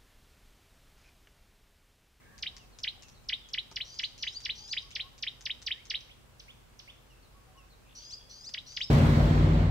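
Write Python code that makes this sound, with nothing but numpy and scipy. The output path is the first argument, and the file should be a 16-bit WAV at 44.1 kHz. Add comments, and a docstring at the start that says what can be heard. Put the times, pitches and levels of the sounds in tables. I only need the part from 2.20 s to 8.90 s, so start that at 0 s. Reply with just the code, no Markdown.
"""Open bush on a still day, heard on a stereo pair. Close by, a small bird repeats a sharp two-stroke
chip, pure sweeps of its syrinx, each led in by a rattle of dry ticks; another answers from the shrubs.
A little to the left, a third sings thin nasal whines that end in an upward hook. Far off, others rasp,
hoot, whistle and twitter. Grass and shrubs scatter every call. Under it all lie soft air, a low rumble,
a faint hum, microphone hiss and one dull knock."""
import sys
import numpy as np
from scipy import signal
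from scipy.fft import rfft, irfft, next_fast_len
from scipy.io import wavfile
from scipy.ndimage import uniform_filter1d, map_coordinates

SR = 44100
rng = np.random.default_rng(int(sys.argv[2]) if len(sys.argv) > 2 else 0)


def bounce(signal):
    """Save signal as a 16-bit WAV file at the path given by the first command-line argument."""
    frames = np.transpose(np.atleast_2d(signal))
    limited = np.clip(frames, -1, 1)
    pcm = np.round(limited * 32767).astype(np.int16)
    wavfile.write(sys.argv[1], SR, pcm)


N = 295470

# Spectra of the air, the rumble and the microphone hiss. Each row: frequency in Hz, relative density in dB.
AIR_SPECTRUM = [(94, -64), (160, -23.5), (320, -9), (537, -9.5), (687, -12.5), (1090, -12.5), (2000, -18),
                (2720, -18), (3150, -20), (3890, -21.5), (8000, -27), (10400, -47), (17600, -120)]
RUMBLE_SPECTRUM = [(18, -10), (28, -3.5), (42, 6), (52, 3.5), (62, 2), (78, 1), (92, 3.5), (110, -5),
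                   (135, -2.5), (170, -5), (260, -6), (440, -58)]
HISS_SPECTRUM = [(4000, -14), (7500, -2), (9000, 0), (12000, -1.7), (15500, -3.5)]
# Slow drift of the rumble. Each row: time in seconds, level in dB.
RUMBLE_LEVEL = [(0, -60.5), (.9, -60.5), (1.4, -61), (2.3, -60.5), (3.0, -61), (5.6, -62), (6.7, -60.5)]
# Tones of the hum. Each row: frequency in Hz, level in dB.
HUM_TONES = [(48.7, -65.5), (98, -78), (122, -70.5)]
# How alike the background is at the two microphones. Each row: frequency in Hz, correlation.
MIC_COHERENCE = [(30, .94), (60, .72), (125, .2), (250, 0), (500, .15), (1500, .03), (15000, 0)]
# Hoarse calls far off. Each row: start and length in seconds, pitch in Hz, relative level in dB.
FAR_RASPS = [(.01, .25, 1720, -68), (0, .1, 2150, -73), (.7, .1, 790, -72), (2.38, .08, 830, -70),
             (5.64, .09, 2560, -71)]
# Notes of the distant calls. Each row: delay and length in seconds, start, middle and end pitch in Hz,
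# relative level in dB.
HOOT_CALL = [(0, 0.069, 1100, 1127, 1050, -2.5), (.13, 0.071, 800, 742, 766, -2.5),
             (.21, .06, 1020, 1098, 1080, 1), (.3, 0.041, 755, 731.3, 755, -4.5)]  # four hoots, high and low in turn
SLUR_CALL = [(0, .075, 3004, 2694, 2480, -0.5), (0, 0.0444, 5950, 5540, 5350, -10),
             (.128, .055, 4520, 4054, 3530, -4)]  # a low down-slur with its overtone, then a high one
LONE_WHISTLES = [(1.189, 0.15, 3760, 3310, 3290, -64), (3.53, 0.11, 1658, 2046, 2660, -63.5)]  # delays count from the start of the scene
ANSWER_CALL = [(0, .015, 6800, 4080, 1900, 0), (.083, .042, 1756, 3010, 3818, -4)]  # a slower two-stroke chip
TWITTER_WHISTLE = (0.1, 0.04, 3250, 3380, 3230, -1)  # the single note that ends a twitter
# When those calls are sung. Each row: start in seconds, relative level in dB.
HOOTS = [(.12, -70), (2.62, -69.5), (5.14, -67.5)]
SLURS = [(.39, -67.5), (.812, -65.5), (4.894, -67.5), (5.369, -65.5)]
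ANSWERS = [(2.235, -54), (2.62, -56.5), (3.805, -57.5), (4.195, -53.5), (4.59, -52.5)]
TWITTERS = [(5.692, -62.5), (5.802, -62), (5.903, -60), (5.993, -65.5)]
# The close bird's chips. Each row: start, nominal plunge length and swoop delay in seconds, nominal top
# pitch in Hz, relative levels of the swoop and of the rattle before it in dB.
CHIPS = [(.2237, 0.016, 0.035, 4010, -35.5, -39), (0.6317, .0215, .038, 4170, -32.5, -36.5),
         (1.0856, 0.01886, .0365, 3933, -31, -57.5), (1.3323, 0.02013, 0.043, 4050, -31.5, -42),
         (1.5577, 0.019, 0.0441, 4100, -34.5, -38.5), (1.7869, .0165, 0.0438, 4320, -32.5, -43),
         (2.0232, 0.02, 0.04306, 3960, -33.5, -41), (2.2484, 0.01906, 0.042, 4120, -31.5, -38.5),
         (2.5232, 0.018, 0.043, 3960, -31.5, -43), (2.7507, 0.019, 0.043, 4111, -35, -39.5),
         (3.0236, .0191, .0417, 3941, -33.5, -42), (3.253, 0.021, 0.04246, 3880, -32.5, -39),
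         (3.4619, 0.026, 0.044, 3770, -30.4, -36.5), (3.698, .021, .0408, 4121, -32, -40.5),
         (6.3364, 0.015, 0.035, 3995, -38.8, -37.5), (6.5645, 0.014, 0.04, 3970, -33, -41)]
# Rattles with no chip after them. Each row: start in seconds, relative level in dB.
STRAY_RATTLES = [(.3665, -39), (.8233, -39.5), (.884, -43.5)]
# Modes of the knock. Each row: frequency in Hz, relative level in dB, seconds to fall by 60 dB.
KNOCK_MODES = [(402, -67, 0.2), (520, -76, 0.09), (904, -64, 0.078), (1240, -61.5, 0.069)]
# The nasal song. Each row: start, drawl length and hook length in seconds, top pitch in Hz, relative
# levels of the drawl and the hook in dB.
WHINES = [(1.643, 0.17, 0.048, 2460, -55, -39), (1.976, .143, 0.066, 2420, -55.5, -37),
          (2.348, 0.13, 0.065, 2533, -53, -37), (5.746, 0.15, 0.059, 2527, -53, -39),
          (6.09, .145, 0.063, 2544, -53.5, -40), (6.458, 0.1382, 0.058, 2705, -53, -36.5)]
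# Tone colours. Each row: frequency in Hz, gain in dB.
TICK_COLOUR = [(800, -18), (1800, -6.5), (3200, -5.5), (5000, 0), (6300, 1), (7500, -8.5), (9000, -21),
               (15000, -35.5)]  # a dry snap
CHIP_COLOUR = [(1300, -26), (1600, 4), (1850, -3.5), (2400, -2.5), (2850, -1.5), (3100, 8), (3450, -4),
               (3750, 3.5), (4300, -4.5), (4650, 4), (5400, -3), (6000, -6), (6600, -4.5)]  # the chip's path over the ground
WHINE_THROAT = [(1500, -52.5), (3200, -19.5), (4000, -14), (4700, 0.5), (5200, 1.5), (5700, -0.5),
                (6300, -4.5), (6900, -12), (7800, -13.5), (11000, -50)]  # the singer's throat resonance
RASP_COLOUR = [(2500, -30), (3700, -10), (4200, 2.5), (4900, -8.5), (5900, 3), (6400, -12), (7000, -11.5),
               (9000, -34)]  # the hoarse noise in its drawl
LEAF_SCATTER = [(700, 5), (1800, -2), (3000, 0), (4500, 3), (6500, 5.5)]  # echoes off the leaves
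# The tail from the bush. Each row: frequency in Hz, seconds to fall by 60 dB.
BUSH_DECAY = [(800, 1), (2000, 0.6), (3700, 0.53), (6000, 0.56), (10000, 0.1)]


def amp(db):
    """Decibels to gain."""
    return 10 ** (np.asarray(db) / 20)


def unit(x):
    """Scale to rms 1."""
    return x / np.sqrt(np.mean(x ** 2) + 1e-20)


def along(points, hz):
    """Read (Hz, value) points on a log frequency axis."""
    knots_hz, values = np.transpose(points)
    return np.interp(np.log(np.abs(hz) + 1), np.log(knots_hz + 1), values)


def wobble(rate, size=N):
    """A smooth random curve with rate knots a second."""
    knots = rng.standard_normal(int(size * rate / SR) + 4)
    return map_coordinates(knots, [np.arange(size) * rate / SR], mode="nearest")


def filtered(x, response):
    """Pass x through a response given as a function of Hz."""
    size = next_fast_len(N + 8192)
    return irfft(rfft(x, size) * response(np.fft.rfftfreq(size, 1 / SR)), size)[..., :N]


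def coloured(x, colour):
    """Filter x by a table of (Hz, dB) points."""
    return filtered(x, lambda hz: amp(along(colour, hz)))


def add(track, start, sound):
    """Mix a sound into a track at start seconds."""
    i = max(round(start * SR), 0)
    part = track[..., i:i + sound.shape[-1]]
    part += sound[..., :part.shape[-1]]


def progress(length):
    """0 to 1 over a note of length seconds."""
    return np.linspace(0, 1, max(round(length * SR), 16))


def fade(u, rise, fall):
    """Smooth ends; rise and fall are shares of the note."""
    onset = np.sin(np.pi / 2 * np.clip(u / rise, 0, 1)) ** 2
    return onset * np.sin(np.pi / 2 * np.clip((1 - u) / fall, 0, 1)) ** 2


def arc(u, start, middle, end):
    """A parabola through three pitches."""
    return np.polyval(np.polyfit([0, .5, 1], [start, middle, end], 2), u)


def phase(hz):
    """Running phase of a gliding tone."""
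    return 2 * np.pi * np.cumsum(hz) / SR


def glides(notes, rise, fall):
    """Pure gliding notes, slightly unsteady in pitch."""
    out = np.zeros(N)
    for start, length, *pitches, db in notes:
        u = progress(length)
        hz = arc(u, *pitches) * (1 + .005 * wobble(300, len(u)))
        add(out, start, amp(db) * unit(fade(u, rise, fall) * np.sin(phase(hz))))
    return out


def repeated(call, times):
    """The notes of one call, sung at each (seconds, dB)."""
    return [(start + delay, *shape, db + note_db) for start, db in times for delay, *shape, note_db in call]


def stereo_noise(spectrum, patchy_db):
    """Slightly patchy noise of rms 1, alike at both microphones only in the bass."""
    def mid_and_side(hz):
        angle = np.arccos(np.clip(along(MIC_COHERENCE, hz), -1, 1)) / 2
        return amp(along(spectrum, hz)) * [np.cos(angle), np.sin(angle)]

    bins = signal.stft(rng.standard_normal((2, N)), nperseg=512)[2]
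    patches = uniform_filter1d(rng.standard_normal(bins.shape[1:]), size=6, axis=0)
    patches = unit(uniform_filter1d(patches, size=14, axis=1))
    pair = signal.istft(bins * amp(patchy_db * patches), nperseg=512)[1][:, :N]
    mid, side = filtered(pair, mid_and_side)
    return unit(np.array([mid + side, mid - side]))


def background(air_db=-63, hiss_db=-71, swell_db=0.9):
    """Soft air all round, microphone hiss, a gently swelling low rumble and a wavering hum."""
    rumble_db = np.interp(np.arange(N) / SR, *np.transpose(RUMBLE_LEVEL))
    rumble = amp(rumble_db + swell_db * wobble(5.5)) * stereo_noise(RUMBLE_SPECTRUM, patchy_db=0.28)
    hum = sum(amp(db + 1.5 * wobble(5)) * unit(np.sin(phase(hz * (1 + .018 * wobble(7)))))
              for hz, db in HUM_TONES)
    air = amp(air_db) * stereo_noise(AIR_SPECTRUM, patchy_db=0.05)
    hiss = amp(hiss_db) * stereo_noise(HISS_SPECTRUM, patchy_db=1.5)
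    return air + hiss + rumble + hum


def far_rasps(width=0.18):
    """Hoarse calls a long way off: narrow bands of noise around a pitch."""
    out = np.zeros(N)
    for start, length, hz, db in FAR_RASPS:
        u = progress(length)
        turn = phase(np.full(len(u), hz))
        band = wobble(width * hz, len(u)) * np.sin(turn) + wobble(width * hz, len(u)) * np.cos(turn)
        add(out, start, amp(db) * unit(fade(u, 0.047, 0.5) * band))
    return out


def far_songs(flick_gap_s=0.016, flick_s=0.0073, flick_hz=(3770, 3270, 2154)):
    """Hoots, slurs, whistles and twitters across the clearing; a twitter opens with three quick flicks."""
    notes = repeated(SLUR_CALL, SLURS) + repeated(HOOT_CALL, HOOTS)
    notes += repeated([TWITTER_WHISTLE], TWITTERS) + list(LONE_WHISTLES)
    flicks = [(k * flick_gap_s, flick_s, *flick_hz, 0) for k in range(3)]
    return glides(notes, rise=0.14, fall=.4) + glides(repeated(flicks, TWITTERS), rise=.28, fall=0.086)


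def rattles(lead_s=.044, gap_s=0.0064, snap_t60=.014, loss_db=2, pan_db=2.0):
    """Three weakening dry snaps at a time, slightly left; most rattles come just before a chip."""
    out, t = np.zeros((2, N)), np.arange(SR // 40) / SR
    decay, pan = amp(-60 * t / snap_t60), amp([[pan_db / 2], [-pan_db / 2]])
    before_chips = [(start - lead_s, db) for start, *_, db in CHIPS]
    for start, db in before_chips + list(STRAY_RATTLES):
        for k in range(3):
            snap = (rng.standard_normal(len(t)) + .8 * rng.standard_normal((2, len(t)))) * decay
            delay = k * gap_s * rng.uniform(.85, 1.15)
            add(out, start + delay, snap * amp(db - k * loss_db + rng.normal(0, 1.24)) * pan)
    return coloured(out, TICK_COLOUR)


def stroke(hz, envelope):
    """One pure sweep of the syrinx, coloured by its path over the ground, at rms 1."""
    turn = phase(hz * (1 + 0.0051 * wobble(306, len(hz))))
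    return unit(envelope * amp(along(CHIP_COLOUR, hz)) * np.sin(turn))


def chips(plunge_hz=(6466, 3317, 1628), swoop_s=.021, usual_db=-30.5, plunge_db=-34.5):
    """The close bird plunges, pauses, then swoops up and levels off; effort shows mostly in the swoop."""
    out = np.zeros(N)
    for start, plunge_s, delay, top_hz, db, _ in CHIPS:
        u = progress(plunge_s + .001)
        plunge = stroke(arc(u, *plunge_hz), fade(u, 0.11, 0.13))
        add(out, start, amp(plunge_db + 0.22 * (db - usual_db)) * plunge)
        u = progress(swoop_s)
        swoop = stroke(arc(u, 1650, 0.796 * top_hz, 1.021 * top_hz), fade(u, 0.1, 0.13))
        add(out, start + delay, amp(db - 0.54) * swoop)
    return out


def knock(start=1.515, thud_t60=.11, cutoff_hz=1300):
    """One soft, dull knock in the centre: a few short modes over a low thud."""
    ring, thud, t = np.zeros(N), np.zeros(N), np.arange(SR // 5) / SR
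    for hz, db, t60 in KNOCK_MODES:
        add(ring, start, amp(db + 9 - 60 * t / t60) * np.sin(2 * np.pi * hz * t))
    add(thud, start, amp(-41 - 60 * t / thud_t60) * rng.standard_normal(len(t)))
    return ring + filtered(thud, lambda hz: 1 / (1 + (hz / cutoff_hz) ** 4))


def whines(drawl_hz=(1410, 1570, 1660), push_db=5):
    """A hoarse drawl climbs, clears and hooks upward; harmonics light up crossing the throat resonance."""
    out, rasp_envelope = np.zeros(N), np.zeros(N)
    for start, drawl_s, hook_s, top_hz, drawl_db, hook_db in WHINES:
        u = progress(drawl_s + hook_s)
        t = u * (drawl_s + hook_s)
        climb, hook = np.clip(t / drawl_s, 0, 1), np.clip((t - drawl_s) / hook_s, 0, 1)
        pitch = arc(climb, *drawl_hz)
        pitch += (top_hz - pitch) * np.sin(np.pi / 2 * hook ** 1.2)
        roughness = .007 + .03 * (1 - climb)
        pitch *= 1 + roughness * wobble(1400, len(u)) + .005 * wobble(110, len(u))
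        effort_db = drawl_db - 3 * (1 - climb) + push_db * np.sin(np.pi * hook)
        # Harmonics 2 to 4; the second takes over in the hook.
        levels = [hook_db - 8 * (1 - hook), effort_db, effort_db - 1.5]
        voice = np.zeros(len(u))
        for k, db in enumerate(levels, 2):
            harmonic = np.sin(k * phase(pitch) + rng.uniform(0, 2 * np.pi))
            voice += amp(db + along(WHINE_THROAT, k * pitch)) * harmonic
        envelope = fade(u, .05, .07) * amp(2 * wobble(130, len(u)))
        add(out, start, 1.43 * voice * envelope)
        add(rasp_envelope, start, amp(drawl_db - 1) * envelope * (1 - 0.826 * climb) * (1 - hook))
    return out + rasp_envelope * unit(coloured(rng.standard_normal(N), RASP_COLOUR))


def answers():
    """Deep in the shrubs a second bird replies with a slower plunge and swoop."""
    return glides(repeated(ANSWER_CALL, ANSWERS), rise=0.17, fall=0.265)


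def direct(x, pan_db, lead_ms):
    """The straight path: positive pan_db is louder at the left microphone, positive lead_ms earlier."""
    side = np.array([[.5], [-.5]])
    return amp(pan_db * side) * filtered(x, lambda hz: np.exp(2j * np.pi * hz * side * lead_ms / 1000))


def scatter(x, leaf_db, leaf_t60, tail_db):
    """Quick echoes off nearby leaves and a thin tail from the bush; the paths change as the birds move."""
    out = np.zeros((2, N))
    centres, spacing = np.linspace(0, N, 8, retstep=True)
    for centre in centres:
        hz, frame_s, bins = signal.stft(rng.standard_normal((2, SR // 2)), SR, nperseg=256)
        decay = amp(-60 * frame_s / along(BUSH_DECAY, hz)[:, None])
        tail = signal.istft(bins * decay, SR, nperseg=256)[1]
        t = np.arange(tail.shape[1]) / SR
        # The first paths reach both microphones alike.
        shared = .5 * rng.standard_normal(len(t)) * amp(-60 * t / .04)
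        leaves = rng.standard_normal(tail.shape) * amp(-60 * t / leaf_t60) + shared
        leaves *= 1 - np.exp(-t / 0.00061)
        echo = (amp(leaf_db) * unit(leaves) + amp(tail_db) * unit(tail)) / np.sqrt(len(t))
        span = np.arange(max(int(centre - spacing), 0), min(int(centre + spacing), N))
        crossfaded = x[span] * (1 - abs(span - centre) / spacing)
        add(out, span[0] / SR, signal.fftconvolve(crossfaded[None], echo, axes=1))
    return coloured(out, LEAF_SCATTER)


def scene():
    """Birds at four distances from the microphones, and one knock, over the quiet background."""
    near, singer = chips(), whines()
    far = far_songs() + far_rasps()
    rattle, answer = rattles(), answers()
    out = direct(near, pan_db=-0.6, lead_ms=0.013)
    out += scatter(near, leaf_db=-2, leaf_t60=0.087, tail_db=-15)
    out += amp(-0.5) * direct(singer, pan_db=3, lead_ms=-0.18)
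    out += scatter(singer, leaf_db=-9.5, leaf_t60=0.091, tail_db=-10.5)
    out += amp(-1) * direct(far, pan_db=-1, lead_ms=-.04)
    out += scatter(far, leaf_db=-7, leaf_t60=.08, tail_db=-5)
    out += amp(3) * direct(answer, pan_db=-2.5, lead_ms=-0.18)
    out += scatter(answer, leaf_db=-9.5, leaf_t60=0.086, tail_db=-3.5)
    out += rattle + scatter(rattle[0], leaf_db=-9, leaf_t60=.05, tail_db=-10)
    return out + knock() + background()


def record(dry, top_hz=15740):
    """The recorder keeps nothing above its band limit."""
    return filtered(dry, lambda hz: hz < top_hz)


dry = scene()
out = record(dry)
bounce(out)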